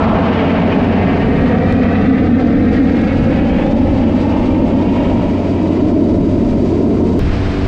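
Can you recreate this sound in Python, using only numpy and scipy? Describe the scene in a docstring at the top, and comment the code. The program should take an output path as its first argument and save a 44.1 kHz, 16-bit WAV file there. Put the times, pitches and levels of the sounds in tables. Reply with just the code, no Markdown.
"""Jet receding ahead of a motorcycle

A jet's roar, four ranges of shaped noise with shock fronts, reaches a helmet microphone straight,
off the road, off the bike and off the rider's shoulder; the delayed copies comb it, and the road's
stripes glide up as the jet sinks. Engine orders, wind buffeting and slipstream hiss lie under it.
Near the end the sound cuts to a second road: no jet, steady road noise, the engine note changed.
"""
import sys
import numpy as np
from scipy import signal
from scipy.fft import rfft, irfft, next_fast_len
from scipy.io import wavfile
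from scipy.ndimage import uniform_filter1d, minimum_filter1d, map_coordinates

SR = 44100
rng = np.random.default_rng(int(sys.argv[2]) if len(sys.argv) > 2 else 0)


def rack_gain(trim_db):
    """Turn a fader trim in dB into the linear factor to multiply a signal by."""
    fader = np.asarray(trim_db, float)
    return 10 ** (fader / 20)


def file_out(sig):
    """Save sig as 16-bit WAV at sys.argv[1]."""
    # one column per channel
    cols = np.atleast_2d(sig).T
    # limit, then scale
    lim = np.clip(cols, -1, 1)
    pcm = np.round(lim * 32767).astype(np.int16)
    wavfile.write(sys.argv[1], SR, pcm)


N = 338402
TIME_S = np.arange(N) / SR
CUT_S = 7.193   # second road starts
TOP_GROWTH_DB_PER_S = 2.5   # hiss top and self-noise


def rms_one(x):
    return x / np.sqrt(np.mean(x ** 2) + 1e-20)


def in_time(rows):
    """Columns of a table interpolated over its first column, time in s."""
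    time_s, *columns = np.transpose(rows)
    return [np.interp(TIME_S, time_s, column) for column in columns]


def growth(db_per_s):
    """Gain rising steadily in dB, 1 at mid-length."""
    return rack_gain(db_per_s * (np.arange(N) - N / 2) / SR)


def drift(corner_hz):
    """Slow random wander of rms 1: coarse noise through a double one-pole low-pass."""
    pole = np.exp(-80 * np.pi * corner_hz / SR)   # runs at SR / 40
    noise = rng.standard_normal(N // 40 + 2002)
    slow = signal.lfilter([1], [1, -2 * pole, pole * pole], noise)[2000:]
    return np.interp(np.arange(N) / 40, np.arange(len(slow)), rms_one(slow))


def log_hz_grid(size):
    return np.log(np.maximum(np.arange(size // 2 + 1) * SR / size, 1))


def coloured(spectrum):
    """Steady noise of rms 1 with the given spectrum, 30 dB below its end values outside it."""
    size = next_fast_len(N)
    hz, db = np.transpose(spectrum)
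    gain_db = np.interp(log_hz_grid(size), np.log(hz), db, left=db[0] - 30, right=db[-1] - 30)
    return rms_one(irfft(rfft(rng.standard_normal(size)) * rack_gain(gain_db), size)[:N])


def band(x, low_hz, high_hz):
    return signal.sosfilt(signal.butter(2, [low_hz, high_hz], "band", fs=SR, output="sos"), x)


def delayed(x, lag_s):
    """Copy of x at a fractional, possibly moving lag."""
    return map_coordinates(x, [np.arange(N) - lag_s * SR], order=3, mode="mirror")


# jet receding through gusty air: time_s, roar_db, haze_db (loss of the top range to the air)
JET_FLIGHT = [(0, -13, 1), (.45, -15, -2), (.9, -13.5, 1), (1.35, -11.5, 4), (1.7, -13, 4),
              (2.1, -10.5, 7.5), (2.55, -14.5, 8), (2.95, -12, 7), (3.5, -16.5, 6), (3.85, -16.5, 8),
              (4.3, -17.5, 6), (4.65, -13, 13.5), (5.1, -16, 6.5), (5.4, -19, 10), (5.75, -16, 12),
              (6.05, -11.5, 21.5), (6.6, -14, 18), (7.19, -10.5, 21)]
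# exhaust spectrum: pitch_hz, density_db
JET_SPECTRUM = [(60, -11), (110, -11), (170, -2.5), (250, 0.5), (310, -2.5), (400, -4.5), (520, -1),
                (700, 4), (1100, 1.5), (1500, -3.5), (2200, -13), (2900, -17), (4000, -27), (6000, -47.5),
                (9000, -63.5)]
# centres of roar, growl, rasp, tearing: pitch_hz
RANGE_CENTRES = [270, 650, 1200, 2200]
# each range in clear air: level_db
RANGE_DB = [0, -6.5, -12, -14]
# part of the haze each range suffers: ratio
HAZE_SHARE = [0, .55, .7, 1]
# part of the roar's swell about its mean each range follows: ratio
SWELL_SHARE = [0.64, 0.71, 0.68, 0.66]
# growl range alone, thinner for a while: time_s, level_db
GROWL_TREND = [(0, 2), (1, -1.5), (1.5, -3.5), (2, -4), (2.6, -2.5), (3.1, -4), (5, 0.5), (7.19, 1.5)]
# brief swells of the upper two ranges: centre_s, peak_db
GUSTS = [(1.98, 2.9), (3.35, 2.2), (3.6, 4.5), (4.42, 2)]
# loudest shock fronts: time_s, peak_db (ahead of the band-passes)
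SHOCK_FRONTS = [(0.874, -10), (1.388, -11), (1.7253, 0), (2.969, -5), (3.0164, -11)]


def jet(twinkle_db=0.89, own_db=0.38, crackle_per_s=120, crackle_db=1.0):
    """Exhaust turbulence in four overlapping ranges, flickered by gusts; shock fronts on top."""
    roar_mean_db, gust_width_s = -19.5, 0.06
    size = next_fast_len(N)
    exhaust = rfft(coloured(JET_SPECTRUM), size)
    log_hz = log_hz_grid(size)
    roar_db, haze_db = in_time(JET_FLIGHT)
    swell_db = roar_db - roar_mean_db
    levels_db = [roar_mean_db + db + swell * swell_db - haze * haze_db
                 for db, swell, haze in zip(RANGE_DB, SWELL_SHARE, HAZE_SHARE)]
    levels_db[1] = levels_db[1] + in_time(GROWL_TREND)[0]
    turbulence = 1.6 * np.tanh(drift(24) / 1.3)
    gusts_db = sum(db * np.exp(-((TIME_S - s) / gust_width_s) ** 2) for s, db in GUSTS)

    roar = 0
    for k, level_db in enumerate(levels_db):
        share = np.interp(log_hz, np.log(RANGE_CENTRES), np.eye(len(levels_db))[k])
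        # turbulence flickers the upper two ranges together
        flicker_db = max(k - 1, 0) * twinkle_db * turbulence + (k > 1) * gusts_db
        flicker_db = flicker_db + own_db * drift(23)
        roar = roar + rack_gain(level_db + flicker_db) * rms_one(irfft(exhaust * share, size)[:N])

    strikes = rng.random(N) < crackle_per_s / SR
    excess_db = 2.1 * np.minimum(rng.exponential(1, N), 4)
    shocks = strikes * rack_gain(levels_db[-1] + crackle_db + excess_db)
    time_s, peak_db = np.transpose(SHOCK_FRONTS)
    shocks[(time_s * SR).astype(int)] = rack_gain(peak_db)
    shocks = shocks + 1e-18
    return roar + band(shocks, 1300, 3900) + rack_gain(-23.5) * band(shocks, 3600, 8500)


# extra path off the road, shrinking as the jet sinks: time_s, lag_ms
ROAD_LAG = [(0, 4.53), (.9, 4.46), (1.4, 4.33), (1.7, 4.17), (2.4, 3.99), (2.9, 3.8), (3.4, 3.65),
            (3.9, 3.48), (4.9, 3.25), (5.4, 3.09), (5.9, 3.02), (7.19, 2.96)]
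# upper part of the bounce: time_s, level_db (capped at 0)
ROAD_TOP = [(0, -8.5), (.8, -13), (1.3, -2.5), (1.7, -9), (2.2, 0), (3.1, -0.5), (3.7, -10), (4.8, 2),
            (5.3, -11), (6, -7.5), (7.19, -15)]
# low part of the bounce: time_s, level_db (capped at 0), ahead_ms (of the upper part)
ROAD_LOW = [(0, -14, -0.055), (1, -14.5, 0.046), (1.8, -7, 0.028), (2.5, -4.5, 0.13), (3.2, -8, 0.02),
            (4, -1.5, -0.056), (5, -9.5, 0.048), (5.8, -5.5, -0.0097), (6.5, -6, -0.1), (7.19, -4.5, 0.12)]
# rim repeats, inverted then upright: level_db
RIM_DB = [-5.5, -1]


def road_echo(x):
    """Road bounce: lows bend round the rider; the dulled top rings at the helmet rim as the lag shivers."""
    split_hz, dull_hz, rim_ms = 1080, 2800, 0.16   # rim_ms: half a cycle
    lag_ms, = in_time(ROAD_LAG)
    top_db, = in_time(ROAD_TOP)
    low_db, ahead_ms = in_time(ROAD_LOW)
    lag_s = (lag_ms + .015 * drift(3) + .015 * drift(20)) / 1000   # head movement
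    low = signal.filtfilt(*signal.butter(2, split_hz, fs=SR), x)
    dull = signal.filtfilt(*signal.butter(1, dull_hz, fs=SR), x - low)
    rung = dull
    for k, db in enumerate(RIM_DB, 1):
        rung = rung + (-1) ** k * rack_gain(db) * delayed(dull, k * rim_ms / 1000)
    top_bounce = rack_gain(np.minimum(top_db, 0)) * delayed(rung, lag_s)
    low_bounce = rack_gain(np.minimum(low_db, 0)) * delayed(low, lag_s - ahead_ms / 1000)
    return top_bounce + low_bounce


def scatter(x, level_db=-12.5, t60_s=0.15):
    """Diffuse smear off hedges and houses: a decaying noise tail that fills the deepest notches."""
    since_s = np.arange(SR // 4) / SR
    tail = rng.standard_normal(len(since_s)) * rack_gain(-60 * since_s / t60_s)
    return rack_gain(level_db) * signal.fftconvolve(x, tail / np.linalg.norm(tail))[:N]


# extra paths off the bike: time_s, near_lag_ms, far_lag_ms
BIKE_LAGS = [(.3, 1.8, 2.85), (1.15, 1.72, 2.58), (2.15, 1.52, 2.51), (2.7, 1.53, 2.5), (3.15, 1.34, 2.44),
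             (3.45, 1.3, 2.3), (3.8, 1.02, 2.26), (4.9, 1.06, 2.19), (5.6, .92, 2.05), (7.19, .88, 2.0)]
# their strengths: time_s, near_db, far_db
BIKE_LEVELS = [(.8, -27, -28), (1.3, -16.5, -28), (2.101, -10, -24.5), (2.8, -14.5, -36), (3.2, -21, -26),
               (3.9, -20, -15.5), (4.5, -22, -35), (5, -21, -13), (5.8, -15, -15), (7.19, -15.5, -16.5)]


def bike_echo(x):
    """Two short bounces off the bike, about 0.9 to 2.9 ms late."""
    paths = zip(in_time(BIKE_LAGS), in_time(BIKE_LEVELS))
    return sum(rack_gain(np.minimum(db, 0)) * delayed(x, ms / 1000) for ms, db in paths)


# bounce off the shoulder: time_s, notch_hz, level_db
SHOULDER_PATH = [(0, 1380, -23), (.5, 1250, -7.5), (1.1, 1215, -6), (1.5, 1046, -8), (2.5, 975, -3.5),
                 (3.1, 1080, -6), (3.5, 1215, -5), (4.5, 1455, -6.5), (5.5, 1395, -4.5), (6.3, 1240, -6),
                 (7.19, 1270, -7)]


def shoulder_echo(x, cut_hz=4500):
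    """Half a cycle late at the notch, so it cancels there and at three times it; cloth dulls the top."""
    notch_hz, level_db = in_time(SHOULDER_PATH)
    dull = signal.filtfilt(*signal.butter(1, cut_hz, fs=SR), x)
    return rack_gain(np.minimum(level_db, 0)) * delayed(dull, .5 / notch_hz)


# opening rush: centre_hz, width_hz, start_db, fade_db_per_s
SURGE_BANDS = [(717, 120, -35.5, 10), (860, 110, -28, 15.5), (1080, 260, -21, 31), (1284, 90, -27.5, 32.5)]


def surge():
    """Mid-range rush: four noise bands fading from the start, the upper ones faster."""
    white = rng.standard_normal(N)
    rush = 0
    for hz, width_hz, start_db, fade_db_per_s in SURGE_BANDS:
        tone = rms_one(band(white, hz - width_hz / 2, hz + width_hz / 2))
        rush = rush + rack_gain(start_db - fade_db_per_s * TIME_S) * tone
    return rush


# wind round the rider: time_s, level_db
BUFFET_LEVEL = [(0, -17.5), (.5, -25), (1, -19.5), (2.4, -22.5), (3.2, -20.5), (3.6, -18), (4, -22),
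                (4.5, -20.5), (5.7, -26), (6.6, -22), (7.15, -29), (7.28, -15.5), (7.5, -17.5), (7.67, -19)]
# buffeting spectrum: pitch_hz, density_db
BUFFET_SPECTRUM = [(15, -4.5), (28, -3), (45, -3.5), (70, -2.5), (130, -4.5), (250, -21), (500, -37.5),
                   (900, -36.5)]


def buffeting(lumpy_db=2.5, deep_hz=45, deep_growth_db_per_s=1.4):
    """Wind on the microphone: lumpy low noise whose deepest part grows."""
    level_db, = in_time(BUFFET_LEVEL)
    buffet = rack_gain(level_db + lumpy_db * drift(2.9)) * coloured(BUFFET_SPECTRUM)
    deep = signal.sosfiltfilt(signal.butter(2, deep_hz, fs=SR, output="sos"), buffet)
    return buffet + deep * (growth(deep_growth_db_per_s) - 1)


# hiss past the helmet: time_s, level_db
SLIPSTREAM_LEVEL = [(0, -37.5), (.5, -38.5), (2.4, -39.5), (3, -36.5), (3.6, -39), (4.2, -39.5),
                    (7.19, -42.5)]
# hiss spectrum: pitch_hz, density_db
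HISS_SPECTRUM = [(760, -22), (1300, 6), (1520, 1.5), (1900, 0.5), (2300, 2.5), (3150, -2.5), (4840, -8),
                 (8220, -22.5), (9380, -32.5), (12200, -58), (20600, -120)]
# singing helmet edges: centre_hz, width_hz, level_db
WHISTLES = [(3810, 83, -5.5), (4720, 280, -4), (6430, 150, -18.5), (8000, 120, -33)]


def slipstream(flicker_db=1.4, whistle_db=-17, whistle_growth_db_per_s=0.86, top_hz=6040):
    """Flickering hiss with a brightening top; helmet edges add narrow, growing bands of noise."""
    level_db, = in_time(SLIPSTREAM_LEVEL)
    white = rng.standard_normal(N)
    whistles = sum(rack_gain(db) * rms_one(band(white, hz - width_hz / 2, hz + width_hz / 2))
                   for hz, width_hz, db in WHISTLES)
    hiss = coloured(HISS_SPECTRUM)
    top = signal.sosfiltfilt(signal.butter(2, top_hz, "high", fs=SR, output="sos"), hiss)
    hiss = hiss + top * (growth(TOP_GROWTH_DB_PER_S) - 1)
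    hiss = hiss + rack_gain(whistle_db + whistle_growth_db_per_s * TIME_S) * whistles
    return rack_gain(level_db + flicker_db * drift(20)) * hiss


# engine speed: time_s, firing_hz
FIRING_RATE = [(0, 90.8), (2.9, 90.9), (3.4, 92.2), (7.19, 92.2), (7.2, 95.4), (7.67, 95.6)]
# exhaust note: firing_multiple, first_road_db, second_road_db
ENGINE_ORDERS = [(.5, -14, -3), (1, 2, 3.5), (1.5, -17, -14), (2, -1.5, -0.5), (2.5, -6, -2.5),
                 (3, -0.5, 3), (3.5, -24, -20), (4, -16.5, -2), (4.5, -10, -32), (5, -11, -8),
                 (6.5, -21, -14), (7, -15, -10.5), (7.5, -14.5, -16), (8, -30.5, -22)]
# whole note on the first road, on the second: level_db
ENGINE_LEVEL = [-24, -27]


def engine(first_waver_db=0.37, second_waver_db=2.0, jitter=0.002):
    """Sine orders of a jittering firing rate, each wavering alone, more on the second road."""
    firing_hz, = in_time(FIRING_RATE)
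    phase = 2 * np.pi * np.cumsum(firing_hz * (1 + jitter * drift(3.07))) / SR
    starts = rng.uniform(0, 2 * np.pi, len(ENGINE_ORDERS))
    first_road = np.arange(N) < CUT_S * SR
    waver_db = np.where(first_road, first_waver_db, second_waver_db)
    note = 0
    for (multiple, first_db, second_db), start in zip(ENGINE_ORDERS, starts):
        order_db = np.where(first_road, first_db, second_db) + waver_db * drift(7.9)
        note = note + rack_gain(order_db) * np.sin(multiple * phase + start)
    return np.sqrt(2) * rack_gain(np.where(first_road, *ENGINE_LEVEL)) * note


# roar gathered in narrow gliding bands: start_s, end_s, from_hz, to_hz, peak_db
GATHERINGS = [(1.7, 3.3, 245, 300, -14), (0.7, 2.4, 1760, 1980, -34), (2.8, 5.5, 720, 1000, -31),
              (1.0, 2.0, 440, 540, -22), (2.6, 4.3, 480, 610, -25), (0.4, 2.5, 700, 745, -30),
              (5.4, 6.5, 280, 320, -16.5), (5.7, 6.2, 360, 410, -22.5), (6.5, 7.4, 390, 420, -21.5),
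              (5.5, 6.7, 670, 560, -27.5), (0.8, 2.4, 1600, 3000, -40.5), (2.4, 3.0, 1900, 1820, -38.5),
              (2.9, 3.8, 1630, 1760, -43.5), (4.4, 4.6, 2280, 2400, -43), (4.3, 5.9, 2060, 2600, -46.5),
              (4.4, 5.3, 2680, 2860, -50), (3.1, 3.9, 2300, 4000, -47.5)]


def gatherings(width_hz=57):
    """Narrow noise on gliding centres, each swelling and fading once."""
    out = 0
    low_pass = signal.butter(2, width_hz / 2, fs=SR)
    for start_s, end_s, from_hz, to_hz, peak_db in GATHERINGS:
        way = np.clip((TIME_S - start_s) / (end_s - start_s), 0, 1)
        phase = 2 * np.pi * np.cumsum(from_hz + (to_hz - from_hz) * way) / SR
        a, b = signal.lfilter(*low_pass, rng.standard_normal((2, N)))
        carried = rms_one(a * np.cos(phase) + b * np.sin(phase))
        out = out + rack_gain(peak_db) * np.sin(np.pi * way) * carried
    return out


# tyres, traffic and fuller slipstream of the second road: pitch_hz, density_db
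SECOND_ROAD_SPECTRUM = [(70, -22), (130, -7), (200, -5.5), (330, -5), (560, -13), (800, -16.5), (1500, -21),
                        (2500, -24), (3500, -30), (5000, -33.5), (6500, -44), (8500, -50), (9500, -68)]


def second_road(level_db=-22, waver_db=0.6):
    """Tyres, traffic and slipstream as one slightly wavering coloured noise."""
    return rack_gain(level_db + waver_db * drift(15)) * coloured(SECOND_ROAD_SPECTRUM)


def scene():
    """Jet and its bounces with hiss, then the second road; wind and engine throughout."""
    after = np.clip((TIME_S - CUT_S) * 1000, 0, 1)   # 1 ms crossfade
    straight = jet()
    bounce = road_echo(straight)
    at_shoulder = straight + rack_gain(2) * bounce   # some road bounce too
    roar = straight + bounce + scatter(straight) + bike_echo(straight) + shoulder_echo(at_shoulder)
    roar = roar + surge() + gatherings()
    first = roar + slipstream()
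    return ((1 - after) * first + after * second_road() + buffeting() + engine())[None]


def top_cut(x):
    """Nothing passes above the cut-off."""
    return signal.sosfilt(signal.butter(12, 15700, fs=SR, output="sos"), x)


def record(dry, knee_db=-13, squeeze=0.5, window_s=0.015, step=0.22, step_s=0.0034):
    """Fast gain control, peak limiter, 9 kHz low-pass, self-noise; a decaying step at the cut."""
    size = int(window_s * SR)
    level_db = 10 * np.log10(uniform_filter1d(dry ** 2, size) + 1e-9)
    gain_db = uniform_filter1d(-squeeze * np.maximum(level_db - knee_db, 0), size)
    held = dry * rack_gain(gain_db)
    room_left = np.minimum(.78 / (np.abs(held) + 1e-9), 1)
    held = held * uniform_filter1d(minimum_filter1d(room_left, size=241), size=241)
    out = signal.sosfilt(signal.butter(8, 9000, fs=SR, output="sos"), held)
    self_noise = rms_one(band(rng.standard_normal(N), 11000, 12500))
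    out = out + rack_gain(-87) * growth(TOP_GROWTH_DB_PER_S) * self_noise
    since_s = TIME_S - CUT_S
    out = out - step * (since_s > 0) * np.exp(-np.maximum(since_s, 0) / step_s)
    out = out * np.minimum((N - np.arange(N)) / 100, 1)   # 100-sample fade-out
    return top_cut(out)


dry = scene()
out = record(dry)
file_out(out)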